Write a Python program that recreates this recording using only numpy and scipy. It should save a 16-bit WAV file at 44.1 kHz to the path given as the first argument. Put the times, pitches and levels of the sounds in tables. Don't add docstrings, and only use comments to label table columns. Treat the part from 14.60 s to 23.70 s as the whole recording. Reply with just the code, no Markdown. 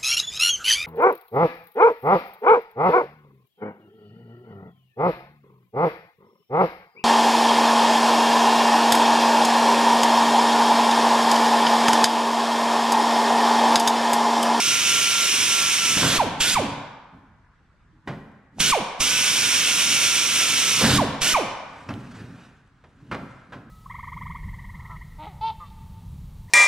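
import sys
import numpy as np
from scipy import signal
from scipy.fft import rfft, irfft, next_fast_len
from scipy.io import wavfile
from scipy.ndimage import uniform_filter1d, map_coordinates

SR = 44100
rng = np.random.default_rng(int(sys.argv[2]) if len(sys.argv) > 2 else 0)


def dump_mix(stems):
    frames = np.atleast_2d(stems).T
    limited = np.clip(frames, -1, 1)
    pcm = np.round(limited * 32767).astype(np.int16)
    wavfile.write(sys.argv[1], SR, pcm)


def nominal_scale(level):
    x = np.asarray(level, float) / 20
    return 10 ** x


N = 401310
T = np.arange(N) / SR

# (valve opens [s], valve shuts [s], coasting vanes pass 1 kHz [s], hiss [dB], tool lifted [0-1])
TRIGGER = [
    (-.4, 1.58, 1.601, -21, .03),
    (1.807, 1.947, 1.970, -20.5, .95),
    (4.003, 4.116, 4.136, -20, .35),
    (4.406, 6.379, 6.399, -21, .04),
    (6.618, 6.736, 6.759, -20.5, .6),
]
# (bit bites [s], breaks through [s], first loss of vane rate [Hz], sag [Hz/s], how far through [0-1])
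HOLES = [
    (-1, 1.37, 113, 22, .7),
    (4.52, 6.19, 75, 70, 1),
]
# (multiple, level [dB])
WHINE = [(1, 0), (2, -3), (4, -7), (5, -11)]
# (multiple, level [dB])
WHOOP = [(2, -6), (3, -11)]
# (frequency [Hz], level [dB])
HOUSING = [(60, -46), (180, -20), (260, -15), (380, -13), (570, -3.5), (830, -1), (930, 2.5), (1150, .5),
           (1350, -2), (1500, -12)]
# (centre [Hz], width [Hz])
CHAMBER = (2350, 330)
# (frequency [Hz], density [dB per Hz])
HISS_CUTTING = [(70, -20), (245, -14), (860, -21), (930, -15), (1640, -11.5), (1880, -12), (2300, -2.5),
                (3050, -2.5), (3750, -5), (4050, -9.5), (5050, -9.5), (5500, -1.5), (6500, -6),
                (7500, -12.5)]
# (frequency [Hz], added to its last density [dB])
HISS_TOP = [(7500, 0), (8000, 1), (8700, 5), (9700, -2), (10500, -4.5), (12000, -7.5), (14000, -16.5),
            (15800, -34)]
# (frequency [Hz], density [dB per Hz])
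HISS_THROUGH = [(290, -6), (500, 7.5), (917, 1.5), (1520, 9), (2210, 4.5), (3420, 9.5), (7350, 2),
                (12400, -7), (14300, -26.5), (15800, -41)]
# (frequency [Hz], density [dB per Hz])
HISS_LIFTED = [(88, -26.5), (150, -3), (249, -9), (817, -19.5), (1230, -20), (1470, -5), (2120, -8),
               (3020, 0), (4280, -6), (6080, -7), (9900, -13), (13800, -26), (15800, -47)]

# (time [s], level [dB], rise [s per 20 dB], fall [s per 20 dB])
SHUDDER = [(.116, -48, .04, .1), (1.372, -26, .012, .2), (1.46, -22, .13, .13), (1.67, -33, .2, .35),
           (2.01, -28, .12, .25), (2.55, -50, .1, .3), (3.36, -59, .03, .1), (3.478, -33, .02, .25),
           (4.0, -33, .05, .17), (4.21, -32, .03, .06), (4.4, -38, .015, .12), (6.25, -20, .06, .3),
           (6.35, -22, .15, .25), (6.75, -38, .03, .08), (6.84, -41, .05, .2), (7.27, -48, .6, .1),
           (7.295, -31, .02, .3), (7.62, -38, .2, .35), (8.24, -63, .02, .1), (8.42, -51, .012, .15),
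           (8.515, -33, .015, .25), (8.64, -39, .3, .1), (8.935, -40, .06, .27)]
# (time [s], level [dB], rise [s per 20 dB], fall [s per 20 dB])
BURR = [
    (1.43, -28.5, .08, .45),
    (6.245, -24.5, .07, .7),
]
# (frequency [Hz], width [Hz], level [dB])
SHEET_MODES = [(95, 63, -4.5), (134, 23.8, 3.5), (173, 23, 0), (219, 37, 0), (273.8, 19, 2),
               (356, 170, -13.5)]
# (frequency [Hz], density [dB per Hz])
CLANK = [(180, -30.5), (300, -2.5), (396, -3.5), (541, -1.5), (814, -0.5), (1570, 0), (2200, -7),
         (2600, -11), (3330, -16), (15000, -48)]
# (frequency [Hz], t60 [s])
CLANK_T60 = [(300, 0.6), (1500, 0.17), (5000, 0.28), (12000, 0.12)]
# (time [s], rms level at the start [dB], ring scale)
KNOCKS = [(1.372, -28, .2), (1.428, -21, 0.39), (3.474, -31, 1), (3.535, -46.5, 0.26), (6.241, -20, 0.45),
          (7.288, -34.5, .55), (7.304, -36.5, 0.51), (8.239, -51, .5), (8.40, -63, .45), (8.513, -29, .9),
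          (8.522, -35.5, 0.7), (8.545, -34, .25), (8.922, -41, 0.9), (8.931, -39, .6)]

# (time [s], level [dB], frequency [Hz], t60 [s])
TICKS = [(2.01, -27, 280.3, 0.55), (3.14, -62, 600, .1), (3.33, -56.5, 314, 0.31),
         (3.985, -27.5, 768, 0.021), (4.005, -24.5, 2476, 0.1), (6.24, -22, 1580, .07),
         (6.33, -23, 285.3, 0.68), (8.517, -27, 1397, 0.079), (7.236, -53, 7000, .011),
         (7.29, -32, 5500, .031), (7.292, -32.5, 2630, 0.042), (7.34, -28, 3900, .005),
         (7.339, -31, 2890, .008), (7.445, -48.5, 6000, 0.0098), (7.57, -44, 7030, .011),
         (7.76, -49.5, 2450, .011), (7.825, -57, 3500, .011), (8.075, -60, 8000, 0.029),
         (8.168, -73, 7880, .011), (8.213, -64, 3600, .012), (8.454, -62.5, 4960, 0.012),
         (8.5, -59, 4960, .011), (2.445, -60, 8000, .01), (3.537, -50, 4200, .008),
         (3.717, -58, 8500, .012)]
# (time [s], level [dB], rise [s per 20 dB], fall [s per 20 dB])
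RUSTLE = [
    (7.18, -52, .25, .4),
    (7.42, -54, .5, .6),
    (7.57, -48, .15, .15),
    (7.84, -54, .8, .2),
    (8.28, -71, .6, .8),
    (8.7, -59, .6, .5),
]
# (frequency [Hz], density [dB per Hz])
CLOTH = [(240, -30), (400, -8.5), (1270, -6.5), (1520, -3.5), (2150, -13), (2510, -11), (4200, -18),
         (8690, -25.5), (15000, -49)]

# (frequency [Hz], left minus right [dB])
SHADE = [(300, -4.7), (1200, -2.8), (2400, 0), (4400, -1), (8000, -8.5), (14000, -8.5)]
# (frequency [Hz], level against direct sound [dB])
BENCH = [(300, -20), (2000, -17), (5000, -12), (9000, -7), (14000, -1)]
# (frequency [Hz], t60 [s])
HALL_T60 = [(100, 0.84), (300, .9), (600, 1.1), (1000, 1.3), (1500, 1.6), (2500, 1), (5000, 0.82),
            (12000, 0.37)]
# (frequency [Hz], level against direct sound [dB])
HALL_LEVEL = [(60, -10), (300, -9), (600, -5), (1000, -6.5), (1500, -4.5), (2500, -6.5), (6000, -10.5),
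              (14000, -7.5)]
# (frequency [Hz], likeness [-1 to 1])
HALL_ALIKE = [(100, 0.92), (300, 0.94), (700, 0.76), (1500, .76), (3000, .46), (7000, 0.085)]
# (frequency [Hz], density [dB per Hz])
SHOP = [(12, -28), (25, -1), (50, 3), (65, 3), (160, -2), (250, -13), (400, -20), (630, -24), (1000, -16),
        (1600, -15), (2500, -27), (4000, -34), (8000, -42), (16000, -68)]

WHOOP_DB, PUFF_DB = -16, -30.5
SHAKE_DB, SHOP_DB = -49, -58.5
LAG_S = 3.9e-5
DRIFT_PER_S = 5


def drill():
    opening = valve()
    burst, vane_hz, lag, biting, through = motor()
    *_, hiss_db, lifted = np.transpose(TRIGGER)[:, burst]
    hiss_db = hiss_db + .8 * lag - 1.3 * through
    lifted = np.clip(lifted, 0, 1)
    turn = 2 * np.pi * np.cumsum(vane_hz * (1 + .002 * wobble(40))) / SR

    whine_db = -33.5 - 5 * lag - 4.5 * biting - 15 * through
    whine = sum(nominal_scale(db + 1.5 * wobble(30)) * np.sin(k * turn) for k, db in WHINE)
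    air = exhaust(turn, lifted, through)
    sound = opening * (nominal_scale(hiss_db) * air + nominal_scale(whine_db + .6) * whine)
    add_whoops(sound, vane_hz, through)

    puff = filtered(np.gradient(opening), lambda hz: 1 / (1 + 1j * hz / 50) ** 2)
    return sound + nominal_scale(PUFF_DB) * puff / np.abs(puff).max()


def exhaust(turn, lifted, through):
    cutting = np.clip(1 - through - lifted, 0, 1)
    treble = [(hz, HISS_CUTTING[-1][1] + db) for hz, db in HISS_TOP[1:]]
    in_steel = [(35, -43.5)] + list(HISS_CUTTING) + treble
    air = np.sqrt(cutting) * hiss(in_steel, patchy_db=.9)
    air = air + np.sqrt(through) * hiss(HISS_THROUGH, patchy_db=1.0)
    air = air + np.sqrt(lifted) * hiss(HISS_LIFTED, patchy_db=2.0)
    return air * (1 + 0.18 * np.sin(turn)) * nominal_scale(0.71 * wobble(28))


def add_whoops(sound, vane_hz, through):
    flutter_db = 1.5 * wobble(90)
    centre_hz, width_hz = CHAMBER
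    for _, off, pass_s, *_ in TRIGGER:
        first = round(off * SR)
        span = slice(first, round((off + 0.24) * SR))
        coast_hz = 1000 * np.exp((pass_s - T[span]) / .054)
        hz = (coast_hz ** -6. + vane_hz[span] ** -6.) ** (-1 / 6)
        phase = 2 * np.pi * np.cumsum(hz) / SR
        over_db = 3 - 11 * through[first]
        over = np.zeros(len(hz))
        for k, db in WHOOP:
            let_out = 1 / (1 + ((k * hz - centre_hz) / width_hz) ** 2) ** 2
            over += nominal_scale(db + over_db) * np.sin(k * phase) * let_out
        swell = 1 - np.exp((off - T[span]) / .008)
        note = nominal_scale(along(HOUSING, hz)) * np.sin(phase) + over
        sound[span] += nominal_scale(WHOOP_DB + flutter_db[span]) * swell * note


def valve():
    opening = np.zeros(N)
    for on, off, *_ in TRIGGER:
        opening += nominal_scale(-31) * (T < on) * np.exp(np.clip((T - on) / .018, -40, 0))
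        opening += np.exp(np.clip(np.minimum((T - on) / .0033, (off - T) / .0023), -40, 0))
    return opening


def motor():
    start_hz, free_hz, spin_up_s = 1130, 1522, .034
    bite_s, grab_hz, grab_s, break_s = .15, 45, .12, .065
    opens = np.transpose(TRIGGER)[0]
    burst = np.clip(np.searchsorted(opens - .03, T) - 1, 0, None)
    lag = np.exp(-np.clip(T - opens[burst], 0, None) / spin_up_s)
    hz = free_hz - (free_hz - start_hz) * lag
    biting, through = np.zeros(N), np.zeros(N)
    for bite, out, drop_hz, sag, share in HOLES:
        same = burst == burst[round(out * SR)]
        cut_s = np.clip(T, bite, out) - bite
        load_hz = drop_hz * (1 - np.exp(-cut_s / bite_s)) + sag * cut_s
        snatch_hz = grab_hz * np.exp(-abs(T - out) / grab_s)
        hz = hz - same * (load_hz + snatch_hz)
        biting = biting + same * (T > bite) * (T < out) * sag / HOLES[-1][3]
        through = through + same * share * np.clip((T - out) / break_s, 0, 1)
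    return burst, hz, lag, biting, np.clip(through, 0, 1)


def sheet():
    shake_gain = strokes(SHUDDER) + nominal_scale(SHAKE_DB) * motor()[3]
    shake = shake_gain * unit(filtered(rng.standard_normal(N), sheet_modes))
    scrape = valve() * strokes(BURR) * nominal_scale(2.8 * wobble(65)) * hiss(CLANK, patchy_db=5.0)
    return shake + scrape + clanks()


def sheet_modes(hz):
    total = 0
    for k, (centre, width, db) in enumerate(SHEET_MODES):
        damping = 1j * hz * width
        total = total + (-1) ** k * nominal_scale(db) * damping / (centre ** 2 - hz ** 2 + damping)
    return total


def clanks():
    knocks = np.zeros(N + SR)
    for s, db, ring in KNOCKS:
        hz, z = dying([(f, ring * t60) for f, t60 in CLANK_T60], length=SR // 2, channels=1)
        clank = signal.istft(z[0] * nominal_scale(along(CLANK, hz))[:, None], SR, nperseg=256)[1][:SR // 2]
        clank = clank * (1 - np.exp(-np.arange(len(clank)) / 25))
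        knocks[round(s * SR):][:len(clank)] += nominal_scale(db) * clank / np.sqrt(np.mean(clank[:200] ** 2))
    return knocks[:N]


def handling():
    brush = nominal_scale(1.5 * wobble(85)) * hiss(CLOTH, patchy_db=2)
    ticks, t = np.zeros(N + SR), np.arange(SR // 4) / SR
    for s, db, hz, t60 in TICKS:
        snap = hz / 5000 * nominal_scale(-60 * t / .006) * rng.standard_normal(len(t))
        note = nominal_scale(-60 * t / t60) * np.sin(2 * np.pi * hz * t)
        ticks[round(s * SR):][:len(t)] += nominal_scale(db) * (note + snap)
    softened = filtered(ticks[:N], lambda hz: 1 / (1 + 1j * hz / 8000) ** 4)
    return strokes(RUSTLE) * brush + softened


def drill_placed(x):
    half = lambda hz: nominal_scale(along(SHADE, hz) / 2) * np.exp(-1j * np.pi * hz * LAG_S)
    scatter = rng.standard_normal((2, 2, SR // 20)) * nominal_scale(-60 * np.arange(SR // 20) / SR / .07)
    bounced = shifting(filtered(x, lambda hz: nominal_scale(along(BENCH, hz)))) / np.linalg.norm(scatter[0, 0])
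    delayed = np.pad(scatter, ((0, 0), (0, 0), (40, 0)))
    near = x + signal.oaconvolve(bounced[None], delayed, axes=2).sum(axis=1)[:, :N]
    return filtered(near, lambda hz: np.array([half(hz), 1 / half(hz)]))


def steel_placed(x):
    sides = np.array([[.5], [-.5]])
    tilt = nominal_scale([[-.35], [.35]])
    return filtered(x, lambda hz: tilt * np.exp(-1j * np.pi * hz * LAG_S * sides))


def hall(x):
    _, z = dying(HALL_T60, length=2 * SR, channels=4)
    tail = signal.istft(z / np.linalg.norm(z, axis=2, keepdims=True), SR, nperseg=256)[1]
    tail = tail * (1 - np.exp(-np.arange(tail.shape[1]) / SR / 0.0078))
    tail = (tail / np.linalg.norm(tail[0])).reshape(2, 2, -1)
    late = np.pad(x, (300, 0))[:N]
    sent = shifting(filtered(late, lambda hz: nominal_scale(along(HALL_LEVEL, hz))))
    return paired(*signal.fftconvolve(sent[None], tail, axes=2).sum(axis=1)[:, :N])


def shop_hum():
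    far = paired(hiss(SHOP, patchy_db=2), hiss(SHOP, patchy_db=2))
    return nominal_scale(SHOP_DB + 0.9 * wobble(3.3)) * far


def shifting(x):
    pose = 2 * wobble(DRIFT_PER_S)
    return x * np.array([np.cos(pose), np.sin(pose)])


def paired(a, b):
    turn = lambda hz: np.arccos(np.clip(along(HALL_ALIKE, hz), -1, 1)) / 2
    mid, side = filtered(np.array([a, b]), lambda hz: np.array([np.cos(turn(hz)), np.sin(turn(hz))]))
    return np.array([mid + side, mid - side])


def strokes(rows):
    power = np.zeros(N)
    for s, db, rise, fall in rows:
        power += nominal_scale(db - 20 * np.maximum((s - T) / rise, (T - s) / fall)) ** 2
    return np.sqrt(power)


def hiss(spectrum, patchy_db):
    z = signal.stft(rng.standard_normal(N), nperseg=512)[2]
    field = uniform_filter1d(rng.standard_normal(z.shape), size=5, axis=0)
    field = uniform_filter1d(field, size=8, axis=1)
    rough = signal.istft(z * nominal_scale(patchy_db * unit(field)), nperseg=512)[1][:N]
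    return unit(filtered(rough, lambda hz: nominal_scale(along(spectrum, hz))))


def dying(t60, length, channels):
    hz, t, z = signal.stft(rng.standard_normal((channels, length)), SR, nperseg=256)
    return hz, z * nominal_scale(-60 * t / along(t60, hz)[:, None])


def filtered(x, response):
    m = next_fast_len(N + SR // 2)
    return irfft(rfft(x, m) * response(np.fft.rfftfreq(m, 1 / SR)), m)[..., :N]


def wobble(rate):
    return map_coordinates(rng.standard_normal(int(N * rate / SR) + 4), [T * rate])


def along(points, hz):
    f, v = np.transpose(points)
    return np.interp(np.log(hz + 1), np.log(f + 1), v)


def unit(x):
    return x / np.sqrt(np.mean(x ** 2) + 1e-20)


def scene():
    tool, steel = drill(), sheet() + handling()
    return drill_placed(tool) + steel_placed(steel) + hall(tool + .75 * steel) + shop_hum()


def top_cut(x):
    return signal.sosfilt(signal.butter(12, 16010, fs=SR, output="sos"), x)


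def record(dry):
    mix = filtered(dry, lambda hz: hz < 15750)
    return top_cut(mix)


dry = scene()
out = record(dry)
dump_mix(out)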